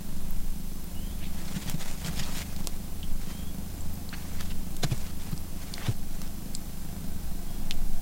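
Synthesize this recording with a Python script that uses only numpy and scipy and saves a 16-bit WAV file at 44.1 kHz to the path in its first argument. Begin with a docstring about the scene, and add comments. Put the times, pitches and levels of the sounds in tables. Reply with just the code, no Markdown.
"""A fine, even hiss and ticks come from coals and fat as fish grill over charcoal outdoors.
Air rumbles at the microphone, an engine idles some way off, far motors drone, a bird whistles faintly.
Someone shuffles behind the grill: soles grind the dry grit, steps thud, and a foot knocks on wood.
Sharp cracks and snaps come from the coals and from grit underfoot; each rings briefly."""
import sys
import numpy as np
from scipy import signal
from scipy.fft import rfft, irfft, next_fast_len
from scipy.io import wavfile
from scipy.ndimage import uniform_filter1d, map_coordinates

SR = 44100
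rng = np.random.default_rng(int(sys.argv[2]) if len(sys.argv) > 2 else 0)


def wav_out(sig):
    """Save sig, one row per channel (or a flat mono array), as 16-bit PCM at SR to the path in sys.argv[1]."""
    wavfile.write(sys.argv[1], SR, np.round(np.clip(np.atleast_2d(sig).T, -1, 1) * 32767).astype(np.int16))


N = 353373


def amp(db):
    """Turn decibels into a gain."""
    return 10 ** (np.asarray(db) / 20)


def unit(x):
    """Scale x to an average strength (rms) of 1."""
    return x / np.sqrt(np.mean(x ** 2) + 1e-20)


def along(points, hz):
    """Read between (f/Hz, value) points on a log frequency axis."""
    f, v = np.transpose(points)
    return np.interp(np.log(hz + 1), np.log(f + 1), v)


def clock():
    """The time of every sample, in seconds."""
    return np.arange(N) / SR


def curves(rows):
    """Join rows of (t/s, values...) with straight lines: one curve for each value column."""
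    s, *cols = np.transpose(rows)
    return [np.interp(clock(), s, c) for c in cols]


def wobble(rate):
    """A smooth random curve through `rate` points a second."""
    return map_coordinates(rng.standard_normal(int(N * rate / SR) + 4), [clock() * rate])


def filtered(x, response):
    """Filter x by a function that gives the gain at each frequency."""
    m = next_fast_len(N + SR // 2)
    return irfft(rfft(x, m) * response(np.fft.rfftfreq(m, 1 / SR)), m)[..., :N]


def coloured(x, spectrum):
    """Shape x by (f/Hz, level/dB) points, then scale it to rms 1."""
    return unit(filtered(x, lambda hz: amp(along(spectrum, hz))))


def noise(spectrum):
    """Steady noise shaped by (f/Hz, level/dB) points, at rms 1."""
    return coloured(rng.standard_normal(N), spectrum)


def resonance(f, hz, width_hz):
    """The response of something that rings near hz and falls off steeply on both sides."""
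    return (1j * f * width_hz / (hz ** 2 - f ** 2 + 1j * f * width_hz)) ** 2


def ring(push, hz, width_hz):
    """Send a short push through one resonance; the result has rms 1."""
    f = np.fft.rfftfreq(len(push), 1 / SR)
    return unit(irfft(rfft(push) * resonance(f, hz, width_hz)))


def pulse(spectrum, size=8192):
    """The most sudden pulse that has the given spectrum (minimum phase)."""
    f = np.fft.rfftfreq(size, 1 / SR)
    cepstrum = irfft(np.log(amp(along(spectrum, f))))
    cepstrum[1:size // 2] *= 2
    cepstrum[size // 2 + 1:] = 0
    return irfft(np.exp(rfft(cepstrum)))


def grains(rate, spread_db):
    """Tiny random clicks of uneven size, about `rate` a second, at rms 1."""
    clicks = (rng.random(N) < rate / SR) * rng.standard_normal(N)
    return unit(clicks * amp(spread_db * rng.standard_normal(N)))


def patchy(x, depth_db):
    """Give x brief random resonances, as the points of contact change."""
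    spectra = signal.stft(x, nperseg=512)[2]
    patches = uniform_filter1d(rng.standard_normal(spectra.shape), size=6, axis=0)
    patches = unit(uniform_filter1d(patches, size=5, axis=1))
    return unit(signal.istft(spectra * amp(depth_db * patches), nperseg=512)[1][:N])


def add(track, s, sound):
    """Mix a sound into a track, starting at s seconds."""
    part = track[max(round(s * SR), 0):][:len(sound)]
    part += sound[:len(part)]


def air(calm_db=-30, gust_half_s=0.15, wash_db=-44):
    """Gusts buffet the microphone over a far wash of traffic and breeze."""
    # gusts: t/s, rise over the calm/dB
    gusts = [(.4, 11), (1.2, 8), (3.12, 6), (4.6, 8), (7.28, 9), (7.82, 12)]
    # tone of the rumble at the microphone: f/Hz, level/dB
    rumble_tone = [(4, -18.5), (10, -3), (13.5, -2), (18, -12), (28, -23), (40, -27), (70, -36.5),
                   (150, -76)]
    # narrow resonances that sing in the traffic noise: f/Hz, width/Hz, level/dB
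    drone_notes = [(697.6, 35, 2.5), (790, 50, -1.5), (1555, 100, -10.5)]
    # how loud they are together: t/s, level/dB
    drone_level = [(0, -67), (4, -62.5), (5.2, -65), (8, -58)]
    # tone of the far traffic and breeze: f/Hz, level/dB
    wash_tone = [(20, -5), (55, 3), (110, -1.5), (190, -2.5), (300, -6.5), (420, -15.5), (560, -17),
                 (720, -17.5), (1000, -20.5), (1500, -26), (2200, -28), (6000, -33.5)]
    gust_db = sum(db * np.exp(-((clock() - s) / gust_half_s) ** 2) for s, db in gusts)
    rumble = amp(calm_db + gust_db) * noise(rumble_tone)
    singing = lambda f: sum(amp(db) * resonance(f, hz, width) for hz, width, db in drone_notes)
    drone = amp(curves(drone_level)[0]) * unit(filtered(rng.standard_normal(N), singing))
    wash = amp(wash_db + wobble(3.41)) * noise(wash_tone)
    return rumble + wash + drone


def hiss(level_db=-49):
    """The fine, even hiss of the grill."""
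    # tone of the hiss: f/Hz, level/dB
    hiss_tone = [(200, -0.5), (1500, -5.5), (4000, -1), (8000, 0), (15500, 0.5)]
    return amp(level_db) * noise(hiss_tone)


def engine(beat_db=-43, puff_db=-58, uneven_db=1.93):
    """One cylinder idles: each firing gives an exhaust beat and a soft puff of gas."""
    # idling speed: t/s, firing rate/Hz
    idle = [(0, 25.4), (3.1, 25.45), (4.1, 25.95), (5.6, 25.62), (6.5, 25.6), (7.1, 25.9), (8, 25.8)]
    # tone of one exhaust beat: f/Hz, level/dB
    exhaust = [(25, -24.5), (51, 3.5), (77, -10.5), (103, -17), (128, -5.5), (155, 1.5), (180, 4.5),
               (207, 3), (232, -11.5), (258, -9), (308, -13), (350, -29.5), (700, -27.5), (1200, -41)]
    cycles = np.cumsum(curves(idle)[0]) / SR - 0.22  # it fires at each whole number
    firings = np.diff(np.floor(cycles), prepend=np.floor(cycles[0]))
    firings *= amp(uneven_db * rng.standard_normal(N))
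    beats = unit(signal.fftconvolve(firings, pulse(exhaust))[:N])
    gas = noise([(150, -33), (300, -5), (750, -14), (1500, -19), (3000, -25)])
    puffs = unit(np.exp(-2.5 * (cycles % 1)) * gas)
    drift = amp(0.8 * wobble(2))
    return drift * (amp(beat_db) * beats + amp(puff_db) * puffs)


def motor(hz, db, waver_db=4):
    """A wavering hum: only the lowest note of a motor carries this far."""
    hum = unit(np.sin(2 * np.pi * np.cumsum(hz) / SR))
    return amp(db + waver_db * wobble(4.91)) * hum


def motors(start_hz=76, climb_hz_per_s=1.3):
    """One far motor speeds up evenly; the speed of another wanders."""
    # the motor that speeds up: t/s, level/dB
    climb_level = [(0, -50.5), (2.2, -47.5), (4.4, -45.5), (5.2, -52.5), (8, -51.5)]
    # the motor that wanders: t/s, f/Hz, level/dB
    wander = [(0, 55, -57), (1.2, 69, -53), (2.1, 66.9, -44.5), (3, 62.5, -52), (5.4, 57.1, -54.5),
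              (6.9, 70.1, -56), (8, 62.4, -59)]
    climbing = motor(start_hz + climb_hz_per_s * clock(), curves(climb_level)[0])
    return climbing + motor(*curves(wander))


def bird(flutter_db=2):
    """Thin whistles start firm and grow shaky as they slide upward."""
    # whistles: t/s, length/s, start f/Hz, end f/Hz, level/dB, pitch shake/Hz
    whistles = [(0.947, 0.22, 2810, 3470, -56.5, 190), (3.275, 0.27, 3070, 3420, -57, 80),
                (7.47, .2, 3300, 3380, -63, 60)]
    out = np.zeros(N)
    for s, length, start_hz, end_hz, db, shake_hz in whistles:
        n = int(length * SR)
        progress = np.linspace(0, 1, n)
        hz = start_hz + progress * (end_hz - start_hz + shake_hz * wobble(400)[:n])
        swell = np.sqrt(2 * np.abs(np.sin(np.pi * progress ** 0.7)))
        flutter = amp(flutter_db * wobble(65)[:n])
        add(out, s, amp(db) * swell * flutter * np.sin(2 * np.pi * np.cumsum(hz) / SR))
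    return out


def crunch(grit, s, fade_s, hz, width_hz, size=8192):
    """A sole presses on grit for a moment, hardest at time s; returns a whole track."""
    out, t = np.zeros(N), (np.arange(size) - size // 2) / SR
    patch = ring(grit[round(s * SR):][:size], hz, width_hz)
    press = np.exp(-np.abs(t / fade_s) ** 1.5)
    add(out, s + t[0], np.sqrt(np.mean(press ** 2)) * unit(press * patch))
    return out


def steps(rise_s=0.0066, pat_db=-15, crunch_lag_s=0.0043, size=8192):
    """A footfall is a low thud, a dull pat and a crunch of grit; a scuff is the crunch alone."""
    # footfalls: t/s, thud level/dB, thud f/Hz, crunch level/dB, crunch f/Hz
    footfalls = [(1.561, -25.5, 171, -39.5, 1600), (1.682, -30.5, 138, -39.5, 3500),
                 (1.74, -24.5, 156, -48, 3000), (2.048, -29, 147, -39, 2800),
                 (2.08, -25.5, 168, -37.5, 2100), (2.194, -27.5, 140, -32, 3300),
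                 (4.841, -21, 144.5, -40, 1500), (4.916, -19, 122, -38, 1700), (5.326, -26, 140, -47, 502),
                 (5.884, -17, 111, -46, 1200)]
    # scuffs of a sole with no weight on it: t/s, level/dB, fade in and out/s, f/Hz, width/Hz
    scuffs = [(1.25, -47, 0.039, 2850, 2800), (1.483, -41.5, .005, 2400, 8000),
              (1.82, -47, 0.025, 2800, 3000), (2.173, -42, 0.0095, 4500, 12000),
              (2.236, -37, 0.0084, 3560, 7070), (2.38, -38, .03, 4600, 17000),
              (3.31, -45, .018, 2200, 7000), (4.141, -38.5, 0.012, 1800, 3000),
              (4.406, -43, 0.018, 2500, 6000), (4.511, -43, 0.011, 2720, 7000),
              (4.838, -28.5, 0.0073, 1600, 11000), (5.832, -44, 0.054, 800, 2800),
              (5.866, -37, 0.011, 1700, 5900)]
    out, t = np.zeros(N), np.arange(size) / SR
    grit = coloured(grains(rate=7500, spread_db=2.5), [(4000, 3.5), (8000, -1), (15000, -6.5)])
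    grit = patchy(grit, depth_db=3.5)
    weight = t / rise_s * np.exp(1 - t / rise_s)
    for s, thud_db, thud_hz, crunch_db, crunch_hz in footfalls:
        pat = amp(pat_db) * ring(rng.standard_normal(size), hz=225, width_hz=180)
        add(out, s, amp(thud_db) * weight * (np.sin(2 * np.pi * thud_hz * t) + pat))
        out += amp(crunch_db) * crunch(grit, s + crunch_lag_s, 0.011, crunch_hz, width_hz=11600)
    for s, db, fade_s, hz, width_hz in scuffs:
        out += amp(db) * crunch(grit, s, fade_s, hz, width_hz)
    return out


def shuffle(attack_s=0.011, release_s=0.016, flutter_db=2):
    """Grit rolls in uneven clumps under sliding soles; each slide swells or eases, then stops."""
    # slides over dry ground: t/s, length/s, starting level/dB, change over the slide/dB
    slides = [(1.318, 0.4, -52, 9.5), (1.698, 0.38, -54, 6), (1.788, 0.14, -47.5, 1.5),
              (2.032, .395, -45.5, 4), (2.43, 0.33, -51, -3.5), (3.204, 0.23, -49, -5),
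              (4.152, 0.364, -52, 0.5), (4.85, 0.252, -50, 0.5), (5.186, .14, -49.5, -3),
              (5.564, 0.36, -51.5, 2.5), (6.073, 0.2, -58, 6.5)]
    # tone of the rolling grit: f/Hz, level/dB
    grit_tone = [(200, -12), (350, 0.5), (700, 2), (1200, -1), (2200, -1), (4000, -3.5), (7000, -3.5),
                 (11000, -10.5), (15500, -13.5)]
    level = np.zeros(N)
    for s, length, db, swell_db in slides:
        t = clock() - s
        gate = np.interp(t, [0, attack_s, length, length + release_s], [0, 1, 1, 0])
        level += gate * amp(db + swell_db * np.clip(t / length, 0, 1))
    grit = patchy(coloured(grains(rate=5000, spread_db=2), grit_tone), depth_db=2)
    return level * amp(flutter_db * wobble(70)) * grit


def crack(hz, width_hz, splinter=0.34, splinter_s=0.011, scatter_s=0.068, scatter_db=-11, size=4096):
    """A bit of coal or grit snaps, splinters and rings briefly; things nearby scatter the sound."""
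    t = np.arange(size) / SR
    snap = ring(t == 0, hz, width_hz)
    splinters = ring(rng.standard_normal(size) * amp(-60 * t / splinter_s), hz, width_hz)
    scatter = ring(rng.standard_normal(size) * amp(-60 * t / scatter_s), hz, width_hz)
    sound = np.sqrt(1 - splinter) * snap + np.sqrt(splinter) * splinters + amp(scatter_db) * scatter
    return unit(sound) * np.sqrt(0.002 * SR / size)  # as much energy as 2 ms at rms 1


def crackle(overtone_ratio=1.63, puff_db=-16, tick_count=36, tick_db=-51, tick_hz=6500, sizzle_db=-60):
    """Sharp cracks from the coals and from grit underfoot, faint ticks and a thin sizzle of fat."""
    # snaps of coal or grit: t/s, level/dB, f/Hz, width/Hz, share of splinters (0-1), overtone level/dB
    snaps = [(1.6976, -27, 7500, 24000, 0.7, -16), (1.9128, -38, 5000, 9000, .5, -20),
             (2.5636, -39, 4460, 3500, 0.2, -20), (2.644, -42, 4000, 9000, .4, -20),
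             (2.6723, -24, 5600, 11500, 0.03, -34), (3.0306, -35, 3100, 450, 0.4, -30),
             (3.8076, -39.5, 7500, 350, 0.4, -30), (3.9405, -41, 12400, 2500, .5, -30),
             (4.0912, -37.5, 4300, 750, .3, -11), (4.1279, -36.5, 1340, 900, 0.7, -13),
             (4.4089, -32, 2900, 6960, 0.4, -16), (4.7672, -40.5, 5230, 6000, 0.3, 4),
             (4.978, -40, 6000, 5000, .6, -20), (5.3775, -40.5, 5040, 2000, .4, 1),
             (5.7393, -28, 4500, 2800, .3, -10), (5.7805, -34.5, 1400, 2800, 0.9, -24),
             (6.2170, -35, 3180, 13000, 1, -18), (6.2768, -44, 5500, 8000, .6, -14),
             (6.5503, -30.5, 4570, 1600, 0.5, 2.5), (7.7100, -23, 3350, 2800, 0.03, -35),
             (7.721, -37, 3100, 2200, 0.6, -20)]
    out = np.zeros(N)
    for s, db, hz, width_hz, splinter, overtone_db in snaps:
        note = crack(hz, width_hz, splinter)
        overtone = amp(overtone_db) * crack(overtone_ratio * hz, width_hz, splinter)
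        damping = min(width_hz / hz, 2)  # the less a crack rings, the more it puffs
        puff = amp(puff_db) * damping * crack(hz=650, width_hz=1100)
        add(out, s, amp(db) * (note + overtone + puff))
    tick_times = rng.random(tick_count) * N / SR
    for s, (strength, pitch) in zip(tick_times, rng.standard_normal((tick_count, 2))):
        tick = crack(tick_hz * np.exp(0.4 * pitch), width_hz=2500)
        add(out, s, amp(tick_db + 0.85 * strength) * tick)
    sizzle = coloured(grains(rate=420, spread_db=8.5), [(1500, 9.5), (5000, -35), (15000, 17)])
    return out + amp(sizzle_db) * sizzle


def knock(contact_s=0.011, rough_db=-20, size=4096):
    """A foot strikes wood: the short, gritty contact makes it ring briefly."""
    # contacts of the foot: t/s, level/dB
    knocks = [(4.8350, -26), (4.8392, -31)]
    # resonances of the wood: f/Hz, width/Hz, level/dB
    wood = [(406, 530, 9.5), (740, 260, 10), (1100, 250, 2), (1600, 300, -6), (2000, 280, -10),
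            (2900, 400, -2), (4100, 270, 9.5)]
    out, t, f = np.zeros(N), np.arange(size) / SR, np.fft.rfftfreq(size, 1 / SR)
    body = sum((-1) ** k * amp(db) * resonance(f, hz, width) for k, (hz, width, db) in enumerate(wood))
    for s, db in knocks:
        contact = (t == 0) + amp(rough_db - 60 * t / contact_s) * rng.standard_normal(size)
        sound = unit(irfft(rfft(contact) * body))
        add(out, s, amp(db) * sound * np.sqrt(0.005 * SR / size))  # level as if packed into 5 ms
    return out


def scene(side_hiss_db=-57.5, reflection_db=-22):
    """All sits in the middle; hiss and a ground reflection of the near sounds add a little width."""
    near = crackle() + shuffle() + steps() + knock()
    mid = near + engine() + motors() + bird() + air() + hiss()
    side_hiss = noise([(300, -6), (700, -4), (2000, -9), (5000, -5.5), (9000, -4), (15500, -2.5)])
    reflection = np.roll(near, SR // 300)  # 3.3 ms late
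    side = amp(side_hiss_db) * side_hiss + amp(reflection_db) * reflection
    bass_cut = signal.butter(10, 310, "high", fs=SR, output="sos")  # keeps the bass in the middle
    side = signal.sosfilt(bass_cut, side)
    return np.array([mid + side, mid - side])


def record(dry):
    """Cut off the very highest treble, above 15900 Hz."""
    return filtered(dry, lambda hz: hz < 15900)


dry = scene()
out = record(dry)
wav_out(out)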